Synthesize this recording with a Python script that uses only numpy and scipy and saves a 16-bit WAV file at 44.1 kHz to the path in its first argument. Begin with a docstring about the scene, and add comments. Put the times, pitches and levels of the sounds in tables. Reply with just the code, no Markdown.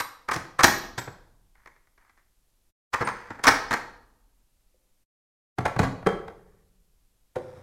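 """A small workshop, one microphone close to the open steel drawer of a workbench. A plastic case of
steel bits is lifted out, rattled and pressed back in: its walls crack and ring, the bits ping, fingers
scrape. A big screwdriver is laid beside it and nudged into place, and the drawer starts to roll.
Every knock is a short chatter of contacts that rings the plastic and thumps the drawer floor.
The room answers over a faint rumble and hiss; twice the whole sound drops away briefly."""
import sys
import numpy as np
from scipy import signal
from scipy.fft import rfft, irfft
from scipy.io import wavfile
from scipy.ndimage import uniform_filter1d

SR = 44100
rng = np.random.default_rng(int(sys.argv[2]) if len(sys.argv) > 2 else 0)


def file_out(sig):
    """Save sig as 16-bit WAV at sys.argv[1]."""
    # one column per channel
    cols = np.atleast_2d(sig).T
    # limit, then scale
    lim = np.clip(cols, -1, 1)
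    pcm = np.round(lim * 32767).astype(np.int16)
    wavfile.write(sys.argv[1], SR, pcm)


N = 336042
GRAZE_S = .008  # surfaces brush this long before they meet


def undb(db):
    """Decibels to amplitude."""
    return 10 ** (np.asarray(db) / 20)


def unit(x):
    """Scale to rms 1."""
    return x / np.sqrt(np.mean(x ** 2))


def read(points, hz, column=1):
    """Interpolate a column of a table on a log-frequency axis."""
    table = np.array(points, float)
    return np.interp(np.log(np.maximum(hz, 1)), np.log(table[:, 0]), table[:, column])


def fade(t, t60):
    """Exponential decay, 60 dB in t60 seconds."""
    return np.exp(-np.log(1000) * t / max(t60, 1e-3))


def add(track, start_s, sound):
    """Mix a sound into the track."""
    start = int(start_s * SR)
    sound, start = sound[max(-start, 0):], max(start, 0)
    track[start:start + len(sound)] += sound[:N - start]


def even(burst, bins=81):
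    """Give a burst unit energy, spread evenly over frequency; its fine grain stays."""
    spectrum = rfft(burst)
    return irfft(spectrum / np.sqrt(uniform_filter1d(abs(spectrum) ** 2, bins)), len(burst))


def response(colour, treble_db=0, bass_db=0, wall_hz=1500, wall_db=0, wall_octaves=.2, size=2048):
    """A body's impulse response with one wall resonance; hard contacts lift treble, heavy ones bass."""
    hz = np.maximum(np.arange(size // 2 + 1) * SR / size, 1)
    high, low = 1 / (1 + (2700 / hz) ** 4), 1 / (1 + (hz / 750) ** 4)
    wall = wall_db * (np.exp(-(np.log2(hz / wall_hz) / wall_octaves) ** 2) - .5 * (1 - high))
    # each contact touches other small parts, so its treble has peaks of its own
    ripple_db = 2.5 * unit(np.convolve(rng.standard_normal(len(hz)), np.hanning(41), "same"))
    magnitude = unit(undb(read(colour, hz))) * undb((treble_db + ripple_db) * high + bass_db * low + wall)
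    cepstrum = irfft(np.log(magnitude))
    cepstrum[1:size // 2] *= 2  # folding makes the response causal
    cepstrum[size // 2 + 1:] = 0
    return irfft(np.exp(rfft(cepstrum)))


def ring(modes, scatter_db=3.0, detune=.008):
    """Decaying modes, starting near rms 1; each point of impact weights them a little differently."""
    t = np.arange(SR * 2 // 5) / SR
    hz, db, t60 = np.transpose(modes)
    gain_draw, pitch_draw = rng.standard_normal((len(modes), 2)).T
    gains = undb(db + scatter_db * gain_draw) * (-1) ** np.arange(len(modes))
    phase = 2 * np.pi * np.outer(hz * (1 + detune * pitch_draw), t)
    decay = np.array([fade(t, max(seconds, .04)) for seconds in t60])
    return gains @ (np.sin(phase) * decay) / np.sqrt(np.sum(gains ** 2) / 2)


def chatter(length_s, crack_t60, snap_t60=.013, contacts_per_s=1300, spread_db=3.5):
    """Surfaces graze, meet and chatter; each contact is a crack whose treble dies first."""
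    t = np.arange(SR // 8) / SR - GRAZE_S
    touching = (rng.random(len(t)) < contacts_per_s / SR) * (t > 0)
    strength = undb(spread_db * rng.standard_normal(len(t)))
    flurry = 1 / (1 + (t / length_s) ** 6)
    contacts = touching * strength * flurry
    contacts[int(GRAZE_S * SR)] = .98  # the first firm contact
    graze = .15 * np.exp(-abs(t) / .0012) * (t < 0)
    grain = rng.standard_normal(len(t))
    out = 0
    for side, t60 in (("low", crack_t60), ("high", snap_t60)):
        power = graze + signal.lfilter([1], [1, -fade(2 / SR, t60)], contacts ** 2)
        burst = even(grain * np.sqrt(power))
        out += signal.sosfilt(signal.butter(3, 2600, side, fs=SR, output="sos"), burst)
    return out * np.sqrt((length_s + .0036) * SR)


def knock(body, modes, chatter_s, crack_t60, modes_db):
    """A chatter of contacts, coloured by the struck body and ringing its modes."""
    crack = signal.fftconvolve(chatter(chatter_s, crack_t60), body)
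    rung = signal.fftconvolve(crack, ring(modes))
    sound = rung * undb(modes_db) * np.sqrt(np.sum(crack ** 2) / np.sum(rung ** 2))
    sound[:len(crack)] += crack
    return sound


def rebounds(start_s, db, treble_db, gap_s, step_db, treble_step_db=0):
    """A blow and two ever weaker rebounds, as rows of start_s, level_db, treble_db."""
    return [(start_s + k * gap_s, db + k * step_db, treble_db + k * treble_step_db) for k in range(3)]


# resonances of the drawer floor: pitch_hz, relative_db, t60_s
DRAWER_MODES = [(35, -18.5, 0.21), (62, -15, .12), (92, -6.5, 0.25), (124, 1, 0.18), (171, -8, 0.18),
                (212.8, -10.5, 0.24), (266.5, -12.5, 0.3), (350, -11.5, 0.057)]
# resonances of the plastic bit case: pitch_hz, relative_db, t60_s
CASE_MODES = [(970, -2, 0.18), (1035, -1.5, .1), (1105, -2, .13), (1439, 1, 0.2), (1390, -3.5, .14),
              (1646, -3, .16), (1673, -2.5, 0.14), (1856, -4, .12), (1950, -2, .11), (2210, -1.5, .12)]
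# spectrum of a contact on the case: frequency_hz, relative_db
CASE_COLOUR = [(60, -16.5), (150, -13), (250, -8.5), (400, -7.5), (580, -8), (900, -1), (1200, -0.5),
               (1850, -1), (2300, -6), (2800, -15.5), (4000, -14.5), (5800, -15.5), (8000, -22),
               (15500, -35.5)]


def case_blow(weight_db, treble_db, chatter_s, wall_hz, wall_db):
    """One blow of the case: the plastic cracks, one wall rings out and the drawer floor thumps."""
    body = response(CASE_COLOUR, treble_db, bass_db=.5 * weight_db + 13, wall_hz=wall_hz, wall_db=wall_db)
    sound = knock(body, CASE_MODES, chatter_s, crack_t60=.04, modes_db=-21)
    add(sound, GRAZE_S, undb(weight_db) * ring(DRAWER_MODES))
    return sound


# the edge of the case against a tray: start_s, level_db, treble_db
EDGE_CLACKS = [(0, -23, 1.5), (0.287, -21, -14), (0.313, -20, -4), (0.591, -14.5, -11.5),
               (0.605, -17.5, -9), (2.931, -26, -8.5), (2.938, -16.5, -10.5), (3.072, -20.5, -12.5),
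               (3.086, -23.5, -14), (3.438, -20.5, 2.5), (3.452, -17, -13)]
# its base on the drawer floor: start_s, level_db, weight_db, treble_db, chatter_s
BASE_LANDINGS = [(0.332, -32.5, -15, 6.5, 0.016), (0.358, -30, -1.5, 1, .007), (0.634, -10, -12, 5, .014),
                 (0.978, -31, -5.5, 2.5, 0.015), (1.074, -38, -0.5, -15, .008),
                 (3.008, -25.5, -4.5, -13, 0.022), (3.304, -34.5, -8, -14.5, .011),
                 (3.389, -39.5, -12.5, -15.5, .008), (3.469, -9, -21, -2, .019),
                 (3.709, -20.5, -20.5, -8, .01), (3.728, -20, -19.5, -5.5, .014)]
# bits shifting in their sockets: start_s, level_db
SOCKET_TICKS = [(0.45, -46), (1.552, -56), (1.659, -42.5), (1.673, -43), (1.762, -58.5), (1.871, -61),
                (1.978, -53.5), (2.095, -54.5), (2.176, -57)]


def bit_case():
    """The case clacks lightly on its edge, ringing its long wall, and lands on its base; bits tick."""
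    out = np.zeros(N)
    for clack in EDGE_CLACKS:
        for s, db, treble_db in rebounds(*clack, gap_s=.02, step_db=-14.5, treble_step_db=-3):
            blow = case_blow(weight_db=-27, treble_db=treble_db, chatter_s=.008, wall_hz=1120, wall_db=6.5)
            add(out, s - GRAZE_S, undb(db) * blow)
    for start_s, first_db, weight_db, first_treble_db, chatter_s in BASE_LANDINGS:
        hits = rebounds(start_s, first_db, first_treble_db, gap_s=.036, step_db=-15, treble_step_db=-2.5)
        for s, db, treble_db in hits:
            blow = case_blow(weight_db, treble_db, chatter_s, wall_hz=1700, wall_db=3)
            add(out, s - GRAZE_S, undb(db) * blow)
    for s, db in SOCKET_TICKS:
        tick = case_blow(weight_db=-24.5, treble_db=-9.5, chatter_s=.0028, wall_hz=2060, wall_db=6.5)
        add(out, s - GRAZE_S, undb(db) * tick)
    return out


# single steel bits ringing: start_s, pitch_hz, level_db, t60_s
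BIT_PINGS = [(0.0, 11880, -42.5, 0.27), (0.0, 8750, -46.5, 0.3), (0.0, 3980, -47, 0.32),
             (0.0, 1170, -29, 0.24), (.636, 12050, -32, 0.38), (.636, 5523, -26, .1),
             (.636, 8845, -45, .28), (.982, 7677, -44, 0.25), (.982, 12060, -51, 0.26),
             (3.047, 8800, -42, .18)]


def steel_bits(flutter_hz=110):
    """A loose bit rings while it buzzes in its socket, so its tone flutters."""
    out = np.zeros(N)
    t = np.arange(SR * 2 // 5) / SR
    for s, hz, db, t60 in BIT_PINGS:
        shake = rng.standard_normal(len(t)) + 1j * rng.standard_normal(len(t))
        buzz = signal.sosfilt(signal.butter(2, flutter_hz, fs=SR, output="sos"), shake)
        tone = unit(np.real(buzz * np.exp(2j * np.pi * hz * t)))
        add(out, s, undb(db) * tone * fade(t, t60))
    return out


def scrape(body, slips_per_s=1600, spread_db=3.5):
    """Dense little slips sound through a body; rms 1."""
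    slipping = rng.random(N) < slips_per_s / SR
    slips = slipping * undb(spread_db * rng.standard_normal(N)) * rng.choice([-1, 1], N)
    return unit(signal.oaconvolve(slips, body)[:N])


# fingers sliding over the case: start_s, length_s, level_db
FINGER_STROKES = [(1.56, .15, -66), (1.99, .11, -64.5), (2.165, .03, -63.5), (2.99, .43, -41),
                  (6.38, .25, -71.5)]


def fingers(attack_s=.017, sag_db_per_s=36, release_t60=.11):
    """Each stroke grips, eases off steadily and lets go, scraping through the plastic."""
    pressure = np.zeros(N)
    t = np.arange(SR) / SR
    for s, length_s, db in FINGER_STROKES:
        grip = np.minimum(t / attack_s, 1)
        release = fade(np.maximum(t - length_s, 0), release_t60)
        add(pressure, s, undb(db - sag_db_per_s * t) * grip * release)
    return pressure * scrape(response(CASE_COLOUR, treble_db=-11, bass_db=-6.5, wall_hz=1797, wall_db=2.5))


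# hollow clunks in the drawer: start_s, level_db
CLUNKS = [(4.741, -65), (7.363, -23.5)]
# their resonances: pitch_hz, relative_db, t60_s
CLUNK_MODES = [(366.6, -0.5, 0.23), (420, -3, 0.08), (507.5, 5.5, 0.2), (606, 5.5, 0.039),
               (766, -13.5, 0.24)]


def clunks():
    """A few low modes ring briefly: barely heard the first time, plainly the second."""
    out = np.zeros(N)
    for s, db in CLUNKS:
        add(out, s, undb(db) * ring(CLUNK_MODES, detune=.0043))
    return out


# the screwdriver settling among its neighbours: start_s, level_db, weight_db, treble_db, chatter_s
HANDLE_KNOCKS = [(5.584, -25.5, 2, -3.5, 0.0087), (5.653, -20.5, -21.5, -2.5, 0.013),
                 (5.764, -27.5, 1.5, -8, 0.0041), (5.791, -20.5, 5.5, 2, 0.011),
                 (5.831, -27.5, 3, -1.5, 0.027), (6.027, -42, -1.5, -10.5, 0.0048),
                 (6.064, -18, -11, -6.5, 0.01), (6.279, -39, -18, -3, 0.0059),
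                 (7.357, -36.5, -1, 0.5, .013)]
# spectrum of a contact of its handle: frequency_hz, relative_db
HANDLE_COLOUR = [(60, -4), (170, -4), (270, -5.5), (450, 1.5), (700, 3.5), (1000, 2), (1600, -3),
                 (2200, -8), (2800, -18), (4000, -19), (6500, -25), (10000, -30), (15500, -43.5)]
# resonances the handle rings: pitch_hz, relative_db, t60_s
HANDLE_MODES = [(552.8, -9.5, 0.61), (694, -11.5, 0.24), (1164, 0.5, 0.17), (1325, 1.5, 0.18),
                (1660, -15.5, .15), (2330, -16, .18)]
# resonances of a hollow drill case alongside: pitch_hz, relative_db, t60_s
DRILL_CASE_MODES = [(178.5, -9.5, 0.25), (382.5, -0.5, .06), (433.5, -1, 0.14), (466.6, -6.5, 0.14),
                    (706, -27.5, 0.49), (1655, -13, 0.17), (3180, -30, 0.27)]


def screwdriver(drill_case_db=-8):
    """The heavy handle lands with dull blows that boom in the drawer floor and the drill case."""
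    out = np.zeros(N)
    for start_s, first_db, weight_db, first_treble_db, chatter_s in HANDLE_KNOCKS:
        for s, db, treble_db in rebounds(start_s, first_db, first_treble_db, gap_s=.021, step_db=-12.5):
            body = response(HANDLE_COLOUR, treble_db)
            blow = knock(body, HANDLE_MODES, chatter_s, crack_t60=.024, modes_db=-11)
            add(out, s - GRAZE_S, undb(db) * blow)
        boom = ring(DRAWER_MODES) + undb(drill_case_db) * ring(DRILL_CASE_MODES, detune=.0017)
        add(out, start_s, undb(first_db + weight_db) * boom)
    # once the screwdriver meets the drill case itself
    add(out, start_s=6.064, sound=undb(-13.5) * ring(DRILL_CASE_MODES, detune=.0026))
    return out


def runners(start_s=7.36, rise_s=.026):
    """The nudged drawer rolls; its runners grumble evenly through the trays and the drawer floor."""
    speed = np.clip((np.arange(N) / SR - start_s) / rise_s, 0, 1)
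    trays = undb(-58) * scrape(response(HANDLE_COLOUR, treble_db=4.5))
    floor = undb(-53) * scrape(ring(DRAWER_MODES))
    return speed * (trays + floor)


# decay of the room around the bench: frequency_hz, t60_s
ROOM_DECAY = [(60, 0.35), (200, .58), (600, 0.73), (1500, 0.44), (4000, 0.58), (8000, 0.4), (15000, .35)]
# a deep rumble that swells with the knocks and fades slowly: frequency_hz, relative_db, t60_s
DEEP_RUMBLE = [(25.2, 1.5, 4.2), (71, -14.5, 1.6), (149, -22.5, 1.9), (450, -31, 1.6), (1000, -25.5, 1.2),
               (2500, -38, 0.61), (7975, -44.5, .6)]


def echoes_and_rumble(room_db=-7, build_s=.0052):
    """Diffuse echoes build up quickly and die by octave bands; a deep rumble swells and fades slowly."""
    t = np.arange(2 * SR) / SR
    octave = np.log2(np.maximum(np.fft.rfftfreq(len(t), 1 / SR), 1))
    white = rfft(rng.standard_normal(len(t)))
    build = 1 - np.exp(-t / build_s)
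    out = np.zeros(len(t))
    for hz in 2. ** np.arange(5, 15):
        band = np.clip(1 - abs(octave - np.log2(hz)), 0, 1)
        room = undb(room_db) * unit(build * fade(t, read(ROOM_DECAY, hz)))
        rumble = undb(read(DEEP_RUMBLE, hz)) * unit(build * fade(t, read(DEEP_RUMBLE, hz, column=2)))
        out += irfft(white * band) * np.hypot(room, rumble)
    return out / np.sqrt(len(t))


def workshop(direct, patterns=4, crossfade_s=.016):
    """Four echo patterns crossfade rapidly, so the room sounds diffuse and does not ring."""
    cycle = np.arange(N) / SR / crossfade_s % patterns
    out = np.zeros(N)
    for k in range(patterns):
        share = np.clip(1 - abs((cycle - k + 1) % patterns - 1), 0, 1)
        out += signal.oaconvolve(direct * np.sqrt(share), echoes_and_rumble())[:N]
    return out


# spectrum of the background at the bench: frequency_hz, relative_db
ROOM_TONE = [(25, -65.5), (60, -77.5), (150, -87.5), (400, -93), (1500, -100), (5000, -100), (13000, -99),
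             (15500, -110)]


def room_tone(level_db=-67):
    """A faint, steady rumble and hiss."""
    colour = undb(read(ROOM_TONE, np.fft.rfftfreq(N, 1 / SR)))
    return undb(level_db) * unit(irfft(rfft(rng.standard_normal(N)) * colour, N))


# two near-silent moments: start_s, end_s
LULLS = [(2.719, 2.91), (5.05, 5.56)]


def lulls(depth_db=-45):
    """A gain that sinks smoothly during each lull."""
    t = np.arange(N) / SR
    inside = sum((t > start_s) & (t < end_s) for start_s, end_s in LULLS)
    return undb(depth_db * uniform_filter1d(1. * inside, SR // 30))


def scene():
    """The drawer up close and the room behind it, in mono."""
    direct = bit_case() + steel_bits() + screwdriver() + clunks() + fingers() + runners()
    return ((direct + workshop(direct) + room_tone()) * lulls())[None]


def record(dry):
    """The microphone rounds the loudest peaks; the top is cut above 15.8 kHz."""
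    return signal.sosfilt(signal.ellip(8, .2, 70, 15800, fs=SR, output="sos"), np.tanh(dry))


dry = scene()
out = record(dry)
file_out(out)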